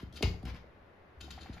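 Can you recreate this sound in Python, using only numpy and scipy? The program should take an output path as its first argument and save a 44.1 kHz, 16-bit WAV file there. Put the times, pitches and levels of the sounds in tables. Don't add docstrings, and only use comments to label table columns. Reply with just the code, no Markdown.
import sys
import numpy as np
from scipy import signal
from scipy.fft import rfft, irfft
from scipy.io import wavfile

SR = 44100
rng = np.random.default_rng(int(sys.argv[2]) if len(sys.argv) > 2 else 0)


def put_to_file(sound):
    columns = np.atleast_2d(sound).T
    safe = np.clip(columns, -1, 1)
    whole_steps = np.round(safe * 32767)
    wavfile.write(sys.argv[1], SR, whole_steps.astype(np.int16))


N = 70560



def amp(db):
    return 10 ** (np.asarray(db) / 20)


def unit(x):
    return x / np.sqrt(np.mean(x ** 2))


def clock():
    return np.arange(N) / SR


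def since(start_s):
    return np.maximum(clock() - start_s, 0)


def bins():
    return np.maximum(np.arange(N + 1) * SR / (2 * N), 1)


def curve(points):
    p = np.array(points, float)
    return np.interp(np.log(bins()), np.log(p[:, 0]), p[:, 1])


def through(x, response):
    return irfft(rfft(x, 2 * N) * response)[..., :N]


def colour(points):
    cepstrum = irfft(np.log(amp(curve(points))))
    cepstrum[1:N] *= 2
    cepstrum[N + 1:] = 0
    return np.exp(rfft(cepstrum))


def decay(t, t60_s):
    return np.exp(-np.log(1000) * t / t60_s)


def ringing(modes):
    t = clock()
    rings = sum(amp(db) * np.sin(2 * np.pi * hz * t) * decay(t, t60) for hz, db, t60 in modes)
    return rfft(rings, 2 * N)


def impulses(hits):
    return sum(amp(db) * np.exp(-2j * np.pi * bins() * start) for start, db in hits)


def rough_noise(corner_hz):
    return unit(through(rng.standard_normal(N), 1 / (1 + (bins() / corner_hz) ** 2)))


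# freq_hz, side_over_mid_db
SIDE_OVER_MID = [(60, -15.5), (130, -12), (250, -11), (600, -3.5), (1200, -0.5), (2500, -1.5), (5000, -2),
                 (11000, -9.5)]


def spread():
    mid, side = rng.standard_normal((2, N))
    ratio = amp(curve(SIDE_OVER_MID))
    shared = through(mid, 1 / np.hypot(1, ratio))
    opposed = through(side, ratio / np.hypot(1, ratio))
    return shared + np.array([[1], [-1]]) * opposed


# freq_hz, t60_s
ROOM_DECAY = [(100, .5), (500, 0.55), (1400, 0.4), (3700, 0.3), (10000, 0.3847)]
# freq_hz, level_db
ECHO_COLOUR = [(100, 5), (500, -1), (2000, 0.5), (5000, 2), (7000, -1), (8500, -17), (11000, -3.5),
               (14000, 0.5)]
ROOM_GAP_S, ROOM_BUILD_S = 0.0018, 0.00075


def room(x, wet_db):
    noise, t, tail = spread(), since(ROOM_GAP_S), 0
    for hz, t60 in ROOM_DECAY:
        band = curve([(f, float(f == hz)) for f, _ in ROOM_DECAY])
        tail = tail + through(noise, band) * decay(t, t60)
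    tail = tail * (1 - np.exp(-t / ROOM_BUILD_S))
    echo = rfft(unit(tail) / np.sqrt(N), 2 * N)
    return through(x, 1 + amp(wet_db + curve(ECHO_COLOUR)) * echo)


GRAINS_PER_S, GRAIN_SPREAD_DB = 3500, 3


def friction(strokes, response):
    happens = rng.random(N) < GRAINS_PER_S / SR
    size = amp(GRAIN_SPREAD_DB * np.clip(rng.standard_normal(N), -2, 2))
    slips = happens * rng.choice([-1, 1], N) * size
    force = 0
    for start, length, db in strokes:
        progress = np.minimum(since(start) / length, 1)
        force = force + amp(db) * np.abs(np.sin(np.pi * progress)) ** 0.34
    return through(unit(slips) * force, response / np.sqrt(np.mean(np.abs(response) ** 2)))


# freq_hz, level_db
AIR_SPECTRUM = [(20, -7), (40, -22), (75, -2.5), (130, -9.5), (220, -10), (550, -8.5), (800, -12.5),
                (2000, -17.5), (3000, -28.5), (5000, -40.5), (8400, -52.5), (11500, -48.5), (14000, -56)]
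AIR_DB = -59


def air():
    return amp(AIR_DB) * unit(through(spread(), amp(curve(AIR_SPECTRUM))))


# start_s, length_s, level_db
STOOL_PUSHES = [(.135, 0.072, -47), (0.2432, .034, -25), (.373, 0.036, -42), (1.17, 0.06, -48),
                (1.219, 0.073, -47), (1.289, 0.061, -47.5), (1.323, 0.066, -46.5), (1.403, 0.062, -46.5),
                (1.531, 0.038, -47.5)]
BOOM_HZ, BOOM_EDGE_S = 71.3, 0.0083


def booms():
    out = 0
    for start, length, db in STOOL_PUSHES:
        t = since(start)
        swell = np.clip(np.minimum(t, length - t) / BOOM_EDGE_S, 0, 1)
        out = out + amp(db) * swell * -np.sin(2 * np.pi * BOOM_HZ * t)
    return room(out, wet_db=-20)


# start_s, length_s, level_db
BODY_RUBS = [(0.0, 0.035, -55), (.13, 0.058, -57.5), (.45, 0.047, -55.5), (1.18, 0.19, -62),
             (1.40, 0.089, -60), (1.53, 0.065, -59.5)]
# freq_hz, level_db
RUB_SPECTRUM = [(60, -21.5), (130, 1.5), (200, 0), (340, -0.5), (480, -16.5), (900, -40), (2000, -36.5)]


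def rubs():
    return room(friction(BODY_RUBS, colour(RUB_SPECTRUM)), wet_db=-0.5)


# start_s, length_s, level_db
PAD_SCUFFS = [(0.0, 0.0083, -52), (.453, 0.0074, -50), (.464, 0.045, -52), (.545, 0.034, -58),
              (1.23, 1, -63.5)]
# freq_hz, level_db
SCUFF_SPECTRUM = [(300, -1), (900, 0), (1400, 2), (2200, 0.5), (3000, -5), (5000, -10), (7000, -20),
                  (8500, -20), (12000, -25.5), (15000, -44)]


def scuffs():
    return room(friction(PAD_SCUFFS, colour(SCUFF_SPECTRUM)), wet_db=-0.5)


# start_s, level_db
PAD_SKIDS = [(1.202, -63.5), (1.299, -64), (1.379, -57), (1.459, -57.5), (1.569, -58)]
SKID_S, SKID_START_HZ, SKID_END_HZ, SKID_ROUGH_HZ = 0.01985, 1150, 2365, 740


def skids():
    out = 0
    for start, db in PAD_SKIDS:
        progress = np.minimum(since(start) / SKID_S, 1)
        hz = SKID_START_HZ + (SKID_END_HZ - SKID_START_HZ) * progress
        chirr = np.sin(2 * np.pi * np.cumsum(hz) / SR)
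        out = out + amp(db) * np.sin(np.pi * progress) * chirr
    return room(2 * rough_noise(SKID_ROUGH_HZ) * out, wet_db=-7.5)


# start_s, pitch_hz, level_db, rise_s (the peak comes after twice rise_s)
PAD_TAPS = [(0.2075, 313, -36.5, 0.0022), (.207, 614, -39.5, .001), (.229, 661, -34.5, 0.0015),
            (0.2285, 404, -23.5, 0.0015), (.23, 927, -46, 0.0016), (.246, 344, -38, 0.0011),
            (.2545, 877, -43.5, 0.0018), (.3415, 736, -41.5, 0.00082), (.429, 720, -43, 0.00096),
            (.4555, 782, -38, 0.00095), (.641, 510, -45, 0.00083), (1.242, 325, -44.5, 0.0014),
            (1.279, 725, -48.5, 0.0015), (1.377, 748, -43.5, .0012), (1.420, 318, -48.5, 0.0023),
            (1.458, 754, -46, 0.0015), (1.568, 750, -47, 0.0013)]
TAP_UPPER_RATIO, TAP_UPPER_DB = 1.549, -13.5
TAP_ROUGH_DEPTH, TAP_ROUGH_HZ = .22, 250


def taps():
    rough = 1 + TAP_ROUGH_DEPTH * rough_noise(TAP_ROUGH_HZ)
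    out = 0
    for start, hz, db, rise in PAD_TAPS:
        t = since(start)
        upper = amp(TAP_UPPER_DB) * np.sin(2 * np.pi * hz * TAP_UPPER_RATIO * t)
        tone = np.sin(2 * np.pi * hz * t) + upper
        swell = (t / rise / 2) ** 2 * np.exp(2 - t / rise)
        out = out + amp(db) * tone * swell
    return room(rough * out, wet_db=-7.5)


# start_s, length_s, level_db
CLAW_GRAZES = [(.125, 0.0057, -58.5), (.135, 0.04, -64), (.166, 0.012, -54.5), (.4275, 0.0054, -63),
               (.452, 0.0069, -55.5), (1.208, 0.011, -55.5), (1.306, 0.016, -56)]
# freq_hz, level_db
GRAZE_SPECTRUM = [(1000, -41), (3000, 8), (4400, 2), (7000, -2.5), (8500, 2.5), (10500, -4), (13000, -14),
                  (15000, -14)]


def grazes():
    return room(friction(CLAW_GRAZES, colour(GRAZE_SPECTRUM)), wet_db=2.5)


# start_s, length_s, level_db
CLAW_SCRATCHES = [(0.0, 0.044, -67.5), (.157, 0.0198, -53.5), (1.2055, 0.011, -49.5), (1.222, 0.032, -59.5),
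                  (1.3035, 0.0117, -49), (1.32, 0.1, -69.5), (1.405, 0.037, -58), (1.525, 0.0221, -57)]
# freq_hz, level_db
CLAW_SPECTRUM = [(500, -20.5), (1500, -0.5), (2300, -9.5), (2800, -1.5), (4200, 5), (5200, -6), (7200, -7),
                 (10500, -7.5), (15000, -50)]
# pitch_hz, level_db, t60_s
CLAW_MODES = [(1462, -2.5, 0.0236), (2683, 2, .02), (3132, -1.5, 0.043), (3810, 0, 0.013),
              (4600, -4.5, 0.022), (5070, 1, 0.018), (6510, 0.5, 0.013), (7130, 4.5, 0.016)]
CLAW_RING_DB, CLAW_ROOM_DB = -29, -1.5


def scratches():
    body = colour(CLAW_SPECTRUM) * (1 + amp(CLAW_RING_DB) * ringing(CLAW_MODES))
    return room(friction(CLAW_SCRATCHES, body), CLAW_ROOM_DB)


# start_s, level_db
CLAW_PICKS = [(1.211, -54.5), (1.309, -54.5)]


def picks():
    plucked = irfft(impulses(CLAW_PICKS) * ringing(CLAW_MODES))[:N]
    return room(plucked, CLAW_ROOM_DB)


# start_s, length_s, level_db
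STOOL_RATTLES = [(.231, 0.029, -46.5), (.26, 0.036, -54)]
# freq_hz, level_db
RATTLE_SPECTRUM = [(500, -14), (1500, -18), (2000, -1), (4200, -0.5), (4750, 3), (5500, -13), (7000, -19),
                   (8500, -14), (11000, -29), (15000, -38)]


def rattles():
    return room(friction(STOOL_RATTLES, colour(RATTLE_SPECTRUM)), wet_db=-8)


# start_s (when the 1000 Hz part arrives), level_db, brightness_corner_hz,
# travel_s (of the 100 Hz bending wave)
PAW_THUDS = [(0.0274, -18, 302, 0.021), (0.066, -26, 131, 0.017), (0.106, -31, 152, 0.0185),
             (0.2262, -6.5, 228, 0.028), (0.266, -9.5, 172, 0.0238), (0.292, -14, 131, 0.03023),
             (0.3027, -13, 117, 0.03015), (0.359, -30, 104, 0.0242), (0.4321, -17.5, 230, 0.0203),
             (0.452, -17.5, 205, 0.01202), (.466, -19.5, 171, 0.01175), (0.48, -18, 190, 0.01386),
             (0.502, -15, 90, .026), (0.54, -21, 179, 0.014), (0.669, -31.5, 89.6, .025),
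             (0.789, -33, 101, .025), (1.493, -18, 300, 0.02096)]
# freq_hz, level_db
THUD_SPECTRUM = [(25, -16.5), (45, -6), (68, 3.5), (100, 0.5), (160, -6.5), (260, -2), (400, -7),
                 (700, -18), (1500, -12)]
# pitch_hz, level_db, t60_s
FLOOR_MODES = [(61.8, -1.5, 0.27), (100, -9.5, 0.31), (133, -19, 0.13), (166, -20, 0.63), (180.1, 2, 0.61),
               (251, -6.5, 0.44), (351, -4, 0.35)]
THUD_DB, FLOOR_RING_DB, BEND_FRONT_HZ = 28.5, -64, 1000


def thuds():
    f = bins()
    dispersion = 10 * (2 * np.sqrt(f) - f / np.sqrt(BEND_FRONT_HZ))
    waves = 0
    for start, db, corner_hz, travel in PAW_THUDS:
        arrival = np.exp(-2j * np.pi * (f * start + travel * dispersion))
        waves = waves + amp(db) * arrival / np.sqrt(1 + (f / corner_hz) ** 6)
    wave = irfft(waves * amp(THUD_DB + curve(THUD_SPECTRUM)))[:N]
    return room(through(wave, 1 + amp(FLOOR_RING_DB) * ringing(FLOOR_MODES)), wet_db=-13)


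# start_s, level_db
STOOL_KNOCKS = [(0.174, -19), (0.225, -2), (0.2253, -4.5), (0.228, 1.5), (0.2334, -3.5), (.238, -9.5),
                (0.25, -22), (0.546, -26)]
# freq_hz, level_db
KNOCK_SPECTRUM = [(200, -20), (900, -9.5), (1500, -7), (2200, 7), (3200, -2), (4150, -7), (4800, -1),
                  (5400, -8.5), (6800, -10), (8400, -8.5), (10800, -15.5), (13500, -25), (15500, -28)]
# pitch_hz, level_db, t60_s
STOOL_MODES = [(1063, -6.5, .35), (1251, 6, 0.21), (1427, -6.5, 0.31), (1750, -2, 0.29),
               (1959.5, 0.5, 0.32), (2040, 0.5, 0.27), (2223, -2, 0.112), (2400, -5, 0.19), (2630, 1, 0.11),
               (2752, 9, 0.17), (3106, -15, .2), (4727, -7, 0.15), (4830, -2, .17)]
KNOCK_DB, CRACK_S, STOOL_RING_DB = -13.5, 0.0013, -54


def knocks():
    force = 0
    for start, db in STOOL_KNOCKS:
        force = force + amp(db) * (clock() >= start) * np.exp(-since(start) / CRACK_S)
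    noise = rng.choice([-.5, .5], N)
    cracks = through(amp(KNOCK_DB) * force * noise, colour(KNOCK_SPECTRUM))
    shell = amp(STOOL_RING_DB) * irfft(impulses(STOOL_KNOCKS) * ringing(STOOL_MODES))[:N]
    return room(cracks, wet_db=-2.5) + room(shell, wet_db=-4.5)


def scene():
    background = air() + booms() + rubs()
    pads = scuffs() + skids() + taps()
    claws = grazes() + scratches() + picks()
    return background + pads + claws + rattles() + thuds() + knocks()


# freq_hz, level_db
LEFT_OVER_RIGHT = [(60, 2), (500, 0.9), (1300, 0.9), (2200, 3), (4200, 10), (6300, 4.5), (8500, -1),
                   (14000, 1)]
# freq_hz, lead_rad
LEFT_LEAD = [(100, 0), (1200, 0), (2200, .55), (4200, .55), (5600, -.8), (6600, -.9), (7800, -2.4),
             (9400, -3.6), (10400, -5.4), (13500, -7.2)]
TOP_HZ = 14400


def record(dry):
    half = amp(curve(LEFT_OVER_RIGHT) / 2) * np.exp(.5j * curve(LEFT_LEAD))
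    stereo = through(dry, np.array([half, 1 / half]))
    top_cut = signal.ellip(8, .2, 70, TOP_HZ, fs=SR, output="sos")
    return signal.sosfilt(top_cut, stereo)


dry = scene()
out = record(dry)
put_to_file(out)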